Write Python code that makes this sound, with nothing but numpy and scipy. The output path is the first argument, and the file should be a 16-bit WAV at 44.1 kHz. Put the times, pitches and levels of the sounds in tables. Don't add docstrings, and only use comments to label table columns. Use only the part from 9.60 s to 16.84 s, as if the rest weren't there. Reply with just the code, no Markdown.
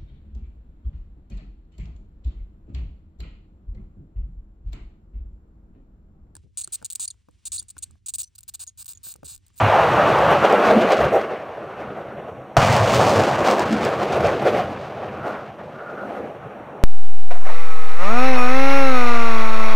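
import sys
import numpy as np
from scipy import signal
from scipy.fft import rfft, irfft, next_fast_len
from scipy.io import wavfile
from scipy.ndimage import uniform_filter1d, map_coordinates

SR = 44100
rng = np.random.default_rng(int(sys.argv[2]) if len(sys.argv) > 2 else 0)


def how_loud(loudness_db):
    steps = np.asarray(loudness_db, float) / 20
    return 10 ** steps


def to_wav(s):
    ch = np.atleast_2d(s).T
    pcm = np.round(np.clip(ch, -1, 1) * 32767)
    wavfile.write(sys.argv[1], SR, pcm.astype(np.int16))


N = 319195
TIME_S = np.arange(N) / SR


def unit(x):
    return x / np.sqrt(np.mean(x ** 2) + 1e-20)


def along(points, hz):
    point_hz, value = np.transpose(points)
    return np.interp(np.log(hz + 1), np.log(point_hz + 1), value)


def curves(table):
    s, *cols = np.transpose(table)
    return np.array([np.interp(TIME_S, s, c) for c in cols])


def bumps(rows):
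    rise, edge = 0.86, 1.73
    s, length, *cols = np.transpose(rows)
    t = np.arange(0, N / SR + .002, .001)
    u = 2 * (t - s[:, None]) / length[:, None]
    flank = np.where(u < 0, rise, 2 - rise)
    bells = np.exp2(-np.abs(u / flank) ** edge)
    return np.array([np.interp(TIME_S, t, c @ bells) for c in cols])


def wobble(rate):
    knots = rng.standard_normal(int(N * 200 / SR))
    return map_coordinates(knots, [TIME_S * min(rate, 190)])


def coloured(x, spectrum):
    m = next_fast_len(N + 8192)
    hz = np.fft.rfftfreq(m, 1 / SR)
    closed = [(1, -90)] + list(spectrum) + [(SR / 2, spectrum[-1][1] - 30)]
    cepstrum = irfft(np.log(how_loud(along(closed, hz))), m)
    cepstrum[1:m // 2] *= 2
    cepstrum[m // 2 + 1:] = 0
    return irfft(rfft(x, m) * np.exp(rfft(cepstrum)), m)[..., :N]


def rush(spectrum, patchy_db):
    z = signal.stft(rng.standard_normal(N), nperseg=512)[2]
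    field = uniform_filter1d(rng.standard_normal(z.shape), size=5, axis=0)
    field = uniform_filter1d(field, size=8, axis=1)
    noise = signal.istft(z * how_loud(patchy_db * unit(field)), nperseg=512)[1][:N]
    return unit(coloured(noise, spectrum))


def by_rocket(first, second):
    return np.where(TIME_S < 2.9688, first, second)


# start_s, roar_level_db, sunk (0-1, how far the roar has dropped
FLIGHTS = [
    [(0, -16.5, 0.17, 0.72, 0.4), (.45, -16, 0.31, .85, 0.04), (.72, -16.5, 0.37, 0.79, 0.54),
     (1.1, -17, 0.77, 0.87, 0.34), (1.57, -22, 0.99, 0.83, 0.85), (1.67, -29.5, 0.9, 1.1, 1),
     (1.85, -35, 0.6, 1.06, 0.4), (2.5, -36.5, 0.87, 1.2, 0.6), (2.9, -39, 0.72, 7.5, 0.2)],
    [(2.97, -17.5, 0, 0.12, 0.63), (3.45, -19.5, 0.54, 0.075, 0.65), (3.75, -23, 0.58, 0.38, 0.88),
     (4.95, -24.5, 1, 0.96, 0.52), (5.18, -34, 0.61, 0.9, 0.7), (5.55, -33, 0.73, 1.28, 0.8),
     (5.95, -38.5, 0.67, 1.2, 1), (6.55, -36, 0.97, 1.5, 0.4), (7.24, -38.5, 0.73, 3.1, 0)],
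]
# upper_roar_db, shock_fronts_db, rumble_db, ground_dip_db
VOICES = [
    (-4.5, -11, -9.5, -17),
    (-6, -7.5, -4, -15),
]
# start_s, length_s, roar_db, treble_db
GUSTS_FIRST = [(.49, 0.034, 1, 3), (.715, 0.031, 6.5, 1), (.795, 0.031, -6.5, 2), (.85, 0.018, 4.5, 8),
               (.89, 0.026, -0.5, 3), (.93, 0.032, 3.5, -3), (1.07, 0.05, 3, 10), (1.11, 0.016, 4.5, 5.5),
               (1.22, 0.023, 0.5, 7), (1.265, 0.023, -2.5, 3), (1.318, 0.049, 6, 4),
               (1.325, 0.035, -0.5, 10), (1.375, 0.022, -5, 7), (1.415, 0.031, 6.5, 7),
               (1.45, 0.016, 4.5, 9), (1.5, 0.027, -8, 3), (1.545, 0.056, 9, -22), (1.615, 0.03, 2.5, 10.5)]
# start_s, length_s, roar_db, treble_db
GUSTS_SECOND = [(2.97, 0.023, 0, 7.5), (3.135, .03, -1, 2), (3.17, 0.017, 1.5, 2), (3.22, 0.12, 0, -4.5),
                (3.27, 0.04, 2, -0.5), (3.35, 0.057, 0.5, 4), (3.42, 0.072, 5.5, -0.5),
                (3.52, 0.074, 3.5, 2), (3.605, 0.042, 6.5, 3), (3.7, 0.061, 2.5, 1), (3.8, .05, 3, 1.5),
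                (3.885, 0.096, 8.5, 8.5), (4.0, 0.047, 7, 3.5), (4.125, .04, -2.5, 3.5),
                (4.247, 0.047, 3.5, 7.5), (4.29, 0.022, 3, 2), (4.43, 0.041, 5.5, 6.5),
                (4.475, 0.024, -1, -1), (4.53, 0.036, 1.5, 7.5), (4.565, 0.025, 9, 2), (4.607, 0.015, 5, 3),
                (4.665, 0.084, 6.5, 7), (4.8, 0.053, -3, 1.5), (4.825, 0.0096, 9, -3),
                (4.872, 0.052, 10, 8.5), (4.98, 0.083, 7.5, 6.5), (5.12, 0.036, 4.5, 4),
                (5.22, 0.045, 1.5, 5)]
# start_s, length_s, roar_db, treble_db
TREE_RETURNS = [(1.72, .03, 4, 5.5), (2.21, 0.044, 6, 6.4), (2.39, 0.039, 4.8, 1), (2.597, .02, 3, 1),
                (2.685, 0.027, 5.6, 1), (5.27, 0.046, 1.9, 4), (5.68, .06, 11.9, 11), (5.45, .1, 0.5, 3.5),
                (5.76, .07, 4.9, 5), (5.85, .05, 0, 4), (6.3, 0.034, 1, 4), (6.5, 0.29, 6.2, 1),
                (6.57, 0.031, 3, 3), (6.79, .05, -3.5, 2)]
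# start_s, length_s, rumble_db, ground_dip_db
BILLOWS = [(.12, 0.057, -3, -9), (.4, .1, 3, 2), (.64, 0.054, 5.5, 3), (.97, 0.11, -15, 0.5),
           (1.17, 0.069, 0, 15.5), (1.44, .08, 9, 2), (2.3, 0.13, 8.5, 8), (2.72, 0.28, 6.5, 3.5),
           (3.1, 0.026, 9, 5), (3.24, 0.064, 1, -2), (3.6, 0.15, -0.5, 9), (3.9, .08, -11, 10.5),
           (4.14, 0.089, 2, 9), (4.32, 0.075, -7, -3.5), (4.65, 0.28, 7, -2.5), (4.81, 0.03, -5, 6),
           (5.05, 0.29, 6, 4), (5.7, .15, -1, 4.5), (6.2, 0.22, -4, -1), (6.52, 0.23, -12, 5),
           (6.85, .08, 5, -2)]


def levels():
    roar, sunk, lost, _ = by_rocket(*map(curves, FLIGHTS))
    upper, front, rumble, dip = roar + by_rocket(*np.array(VOICES)[:, :, None])
    gust, spark = by_rocket(bumps(GUSTS_FIRST), bumps(GUSTS_SECOND)) + bumps(TREE_RETURNS)
    deep, fill = bumps(BILLOWS)
    upper = upper - 3.5 * sunk - 0.5 * lost + 0.52 * gust + 0.1 * spark
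    front = front - 13 * lost + spark
    rumble = rumble - 9.5 * sunk + 0.07 * gust + deep
    dip = dip + 7.5 * sunk + 0.13 * gust + fill
    return roar + gust, upper, front, rumble, dip


# freq_hz, density_db (per Hz)
NEAR_ROAR = [(300, -38), (420, -14), (550, -1.5), (750, -0.5), (950, -3), (1200, -8.5), (1700, -40)]
# freq_hz, density_db (per Hz)
SUNK_ROAR = [(230, -31), (340, -6), (450, -3), (600, -1.5), (780, -5.5), (950, -21.5), (1400, -36)]
# freq_hz, density_db (per Hz)
UPPER_ROAR = [(750, -31), (1100, 0.5), (1400, -2), (2000, -10), (2800, -15), (4000, -29), (6000, -50.5)]
# freq_hz, density_db (per Hz)
SHOCK_FRONTS = [(1200, -2.5), (2500, 2), (4000, -0.5), (6000, 4), (8000, -4), (10300, -15), (12000, -18.5),
                (15500, -16)]


def jets():
    roar_db, upper_db, front_db = levels()[:3]
    sunk, lost, steep = np.clip(by_rocket(*map(curves, FLIGHTS))[1:], 0, 1)
    flicker = steep * wobble(45)
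    near = np.sqrt(1 - sunk) * rush(NEAR_ROAR, patchy_db=1.6)
    roar = near + np.sqrt(sunk) * rush(SUNK_ROAR, patchy_db=1.8)
    upper = rush(UPPER_ROAR, patchy_db=1.5)
    body = how_loud(roar_db + .9 * flicker) * roar + how_loud(upper_db + 1.8 * flicker) * upper

    wave = roar + 0.54 * upper
    is_peak = np.diff(np.sign(np.diff(wave, prepend=0, append=0))) < 0
    crest = is_peak * np.clip(wave, 0, None)
    sizes = how_loud(3.4 * rng.exponential(size=N) + 5.6 * wobble(45) + 0.72 * flicker)
    fronts = unit(coloured(np.minimum(crest ** 2.9 * sizes, 9), SHOCK_FRONTS))
    treble = np.sqrt(steep) * fronts + np.sqrt(1 - steep) * rush(SHOCK_FRONTS, patchy_db=1.8)
    dulled = coloured(treble, [(500, 11), (3500, 3.0), (7000, -6), (15500, -7.0)])
    return body + how_loud(front_db) * ((1 - lost) * treble + lost * dulled)


# start_s, peak_db, swing_hz, t60_s
BLAST = [
    (2.9677, 4, 1000, .005),
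    (2.9678, -11, 6000, .012),
    (2.9693, -1, 800, .005),
    (2.9707, 0, 730, .028),
    (2.9762, -7, 112, .1),
    (2.9797, -4, 780, .012),
    (2.9908, -7, 900, .012),
]


def blast():
    out, t = np.zeros(N + SR), np.arange(SR // 4) / SR
    for s, db, hz, t60 in BLAST:
        out[round(s * SR):][:len(t)] += how_loud(db - 60 * t / t60) * np.sin(2 * np.pi * hz * t)
    return out[:N]


# start_s, peak_db
CRACKS = [(0.5879, -23), (0.9251, -17.5), (1.0523, -25), (1.2179, -29), (1.3042, -34), (1.3212, -13),
          (1.6105, -44), (3.127, -11), (3.1654, -10), (3.2078, -23), (3.3211, -15), (3.345, -8),
          (3.4717, -18), (3.495, -10), (3.5989, -25), (3.6364, -16), (3.7032, -26), (3.7935, -27),
          (3.8757, -14), (3.9117, -10), (3.9954, -12), (4.0604, -25), (4.1272, -19), (4.2425, -30),
          (4.2502, -12), (4.4326, -27), (4.5243, -27), (4.5278, -23), (4.665, -23), (4.671, -20.5)]
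# freq_hz, density_db (per Hz)
SNAP = [(800, -14), (2500, -35), (5000, 5.5), (8000, -2), (11000, -21), (15500, -12)]


def cracks():
    hits, t = np.zeros(N + SR), np.arange(SR // 50) / SR
    for s, db in CRACKS:
        spray = 0.13 * how_loud(-60 * t / 0.015) * rng.standard_normal(len(t))
        spray[0] = 1
        hits[round(s * SR):][:len(t)] += how_loud(db + 10) * spray
    return coloured(hits[:N], SNAP)


# start_s, peak_db, pitch_hz
THUMPS = [
    (0.019, -13.5, 105.4),
    (3.04, -19, 99.5),
    (3.078, -23, 121.5),
    (3.086, -28, 228),
    (3.155, -26, 121),
    (3.195, -16.5, 104.5),
    (3.225, -20, 121.7),
    (3.334, -19.5, 125),
    (3.445, -24, 106),
    (3.559, -20, 107),
]


def thumps():
    out, t = np.zeros(N + SR), np.arange(SR // 4) / SR
    for s, db, hz in THUMPS:
        swell = t / 0.019 * np.exp(1 - t / 0.021)
        out[round(s * SR):][:len(t)] += how_loud(db) * swell * np.sin(2 * np.pi * hz * t)
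    return out[:N]


# freq_hz, density_db
RUMBLE = [(25, -26), (50, -26), (80, -8), (110, -6.5), (140, -1.5), (190, -10), (300, -59.5)]
# freq_hz, density_db (per Hz)
GROUND_DIP = [(140, -27.5), (200, 2.5), (260, -4.5), (320, -3), (420, -37.5)]


def lows():
    rumble_db, dip_db = levels()[3:]
    rumble = np.hypot(how_loud(rumble_db), how_loud(-49.5))
    return rumble * rush(RUMBLE, patchy_db=2.5) + how_loud(dip_db) * rush(GROUND_DIP, patchy_db=2.5)


# start_s, length_s, peak_db
SWELLS = [
    (2.265, 0.28, -41),
    (5.68, .2, -37.5),
    (6.22, 0.15, -38.5),
    (6.396, 0.089, -38),
    (6.56, 0.081, -46),
]
# freq_hz, density_db (per Hz)
ECHO_BAND = [(900, -39), (1150, -3.5), (1450, 2.5), (1650, -17), (2200, -29), (4000, -66.5)]


def swells():
    level = bumps([(s, length, how_loud(db)) for s, length, db in SWELLS])[0]
    return level * rush(ECHO_BAND, patchy_db=2)


# freq_hz, density_db (per Hz)
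HISS = [(4000, -14), (4850, -25), (5200, -41), (5500, 9.5), (6600, 1.5), (8000, -4), (8900, 0.5),
        (9600, -5), (10000, -18), (10750, -25), (10950, -4.5), (12500, -6), (14000, -5), (15600, -11)]


def hiss(roar):
    return (how_loud(-74) + how_loud(-28.5) * roar ** 1.22) * rush(HISS, patchy_db=0.6)


# freq_hz, side_over_mid_db
PORTS_APART = [(60, -52), (200, -50), (500, -52), (1200, -36), (2200, -24), (3500, -27), (6000, -27),
               (15000, -27)]
# freq_hz, density_db
BREEZE = [(25, -12), (60, 0), (150, 0), (230, -8), (300, -40)]


def width(mid, roar):
    calm = np.clip(how_loud(-36) / roar, 0, 1)
    hz, _, z = signal.stft(mid * calm ** .45, SR, nperseg=256)
    scattered = z * how_loud(along(PORTS_APART, hz))[:, None] * np.exp(2j * np.pi * rng.random(z.shape))
    echo = signal.istft(scattered, SR, nperseg=256)[1][:N]
    return echo + how_loud(-66) * calm ** 3 * rush(BREEZE, patchy_db=3)


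def scene():
    roar = how_loud(levels()[0])
    mid = jets() + blast() + cracks() + thumps() + lows() + swells() + hiss(roar)
    side = width(mid, roar)
    return np.array([mid + side, mid - side])


def top_cut(x):
    return signal.sosfilt(signal.butter(12, 16440, fs=SR, output="sos"), x)


# freq_hz, gain_db
HOUSING = [(20, -7), (45, 5), (80, -0.5), (4300, 0.5), (5100, -3.5), (5700, -6), (9000, -3.5), (10400, -2),
           (11200, -1.5), (15700, -6)]


def record(dry):
    x = coloured(dry, HOUSING)
    x = x / (1 + np.abs(x / 1.1) ** 8) ** (1 / 8)
    below_top = np.fft.rfftfreq(N, 1 / SR) < 15750
    x = irfft(rfft(x) * below_top, N)
    return top_cut(x)


dry = scene()
out = record(dry)
to_wav(out)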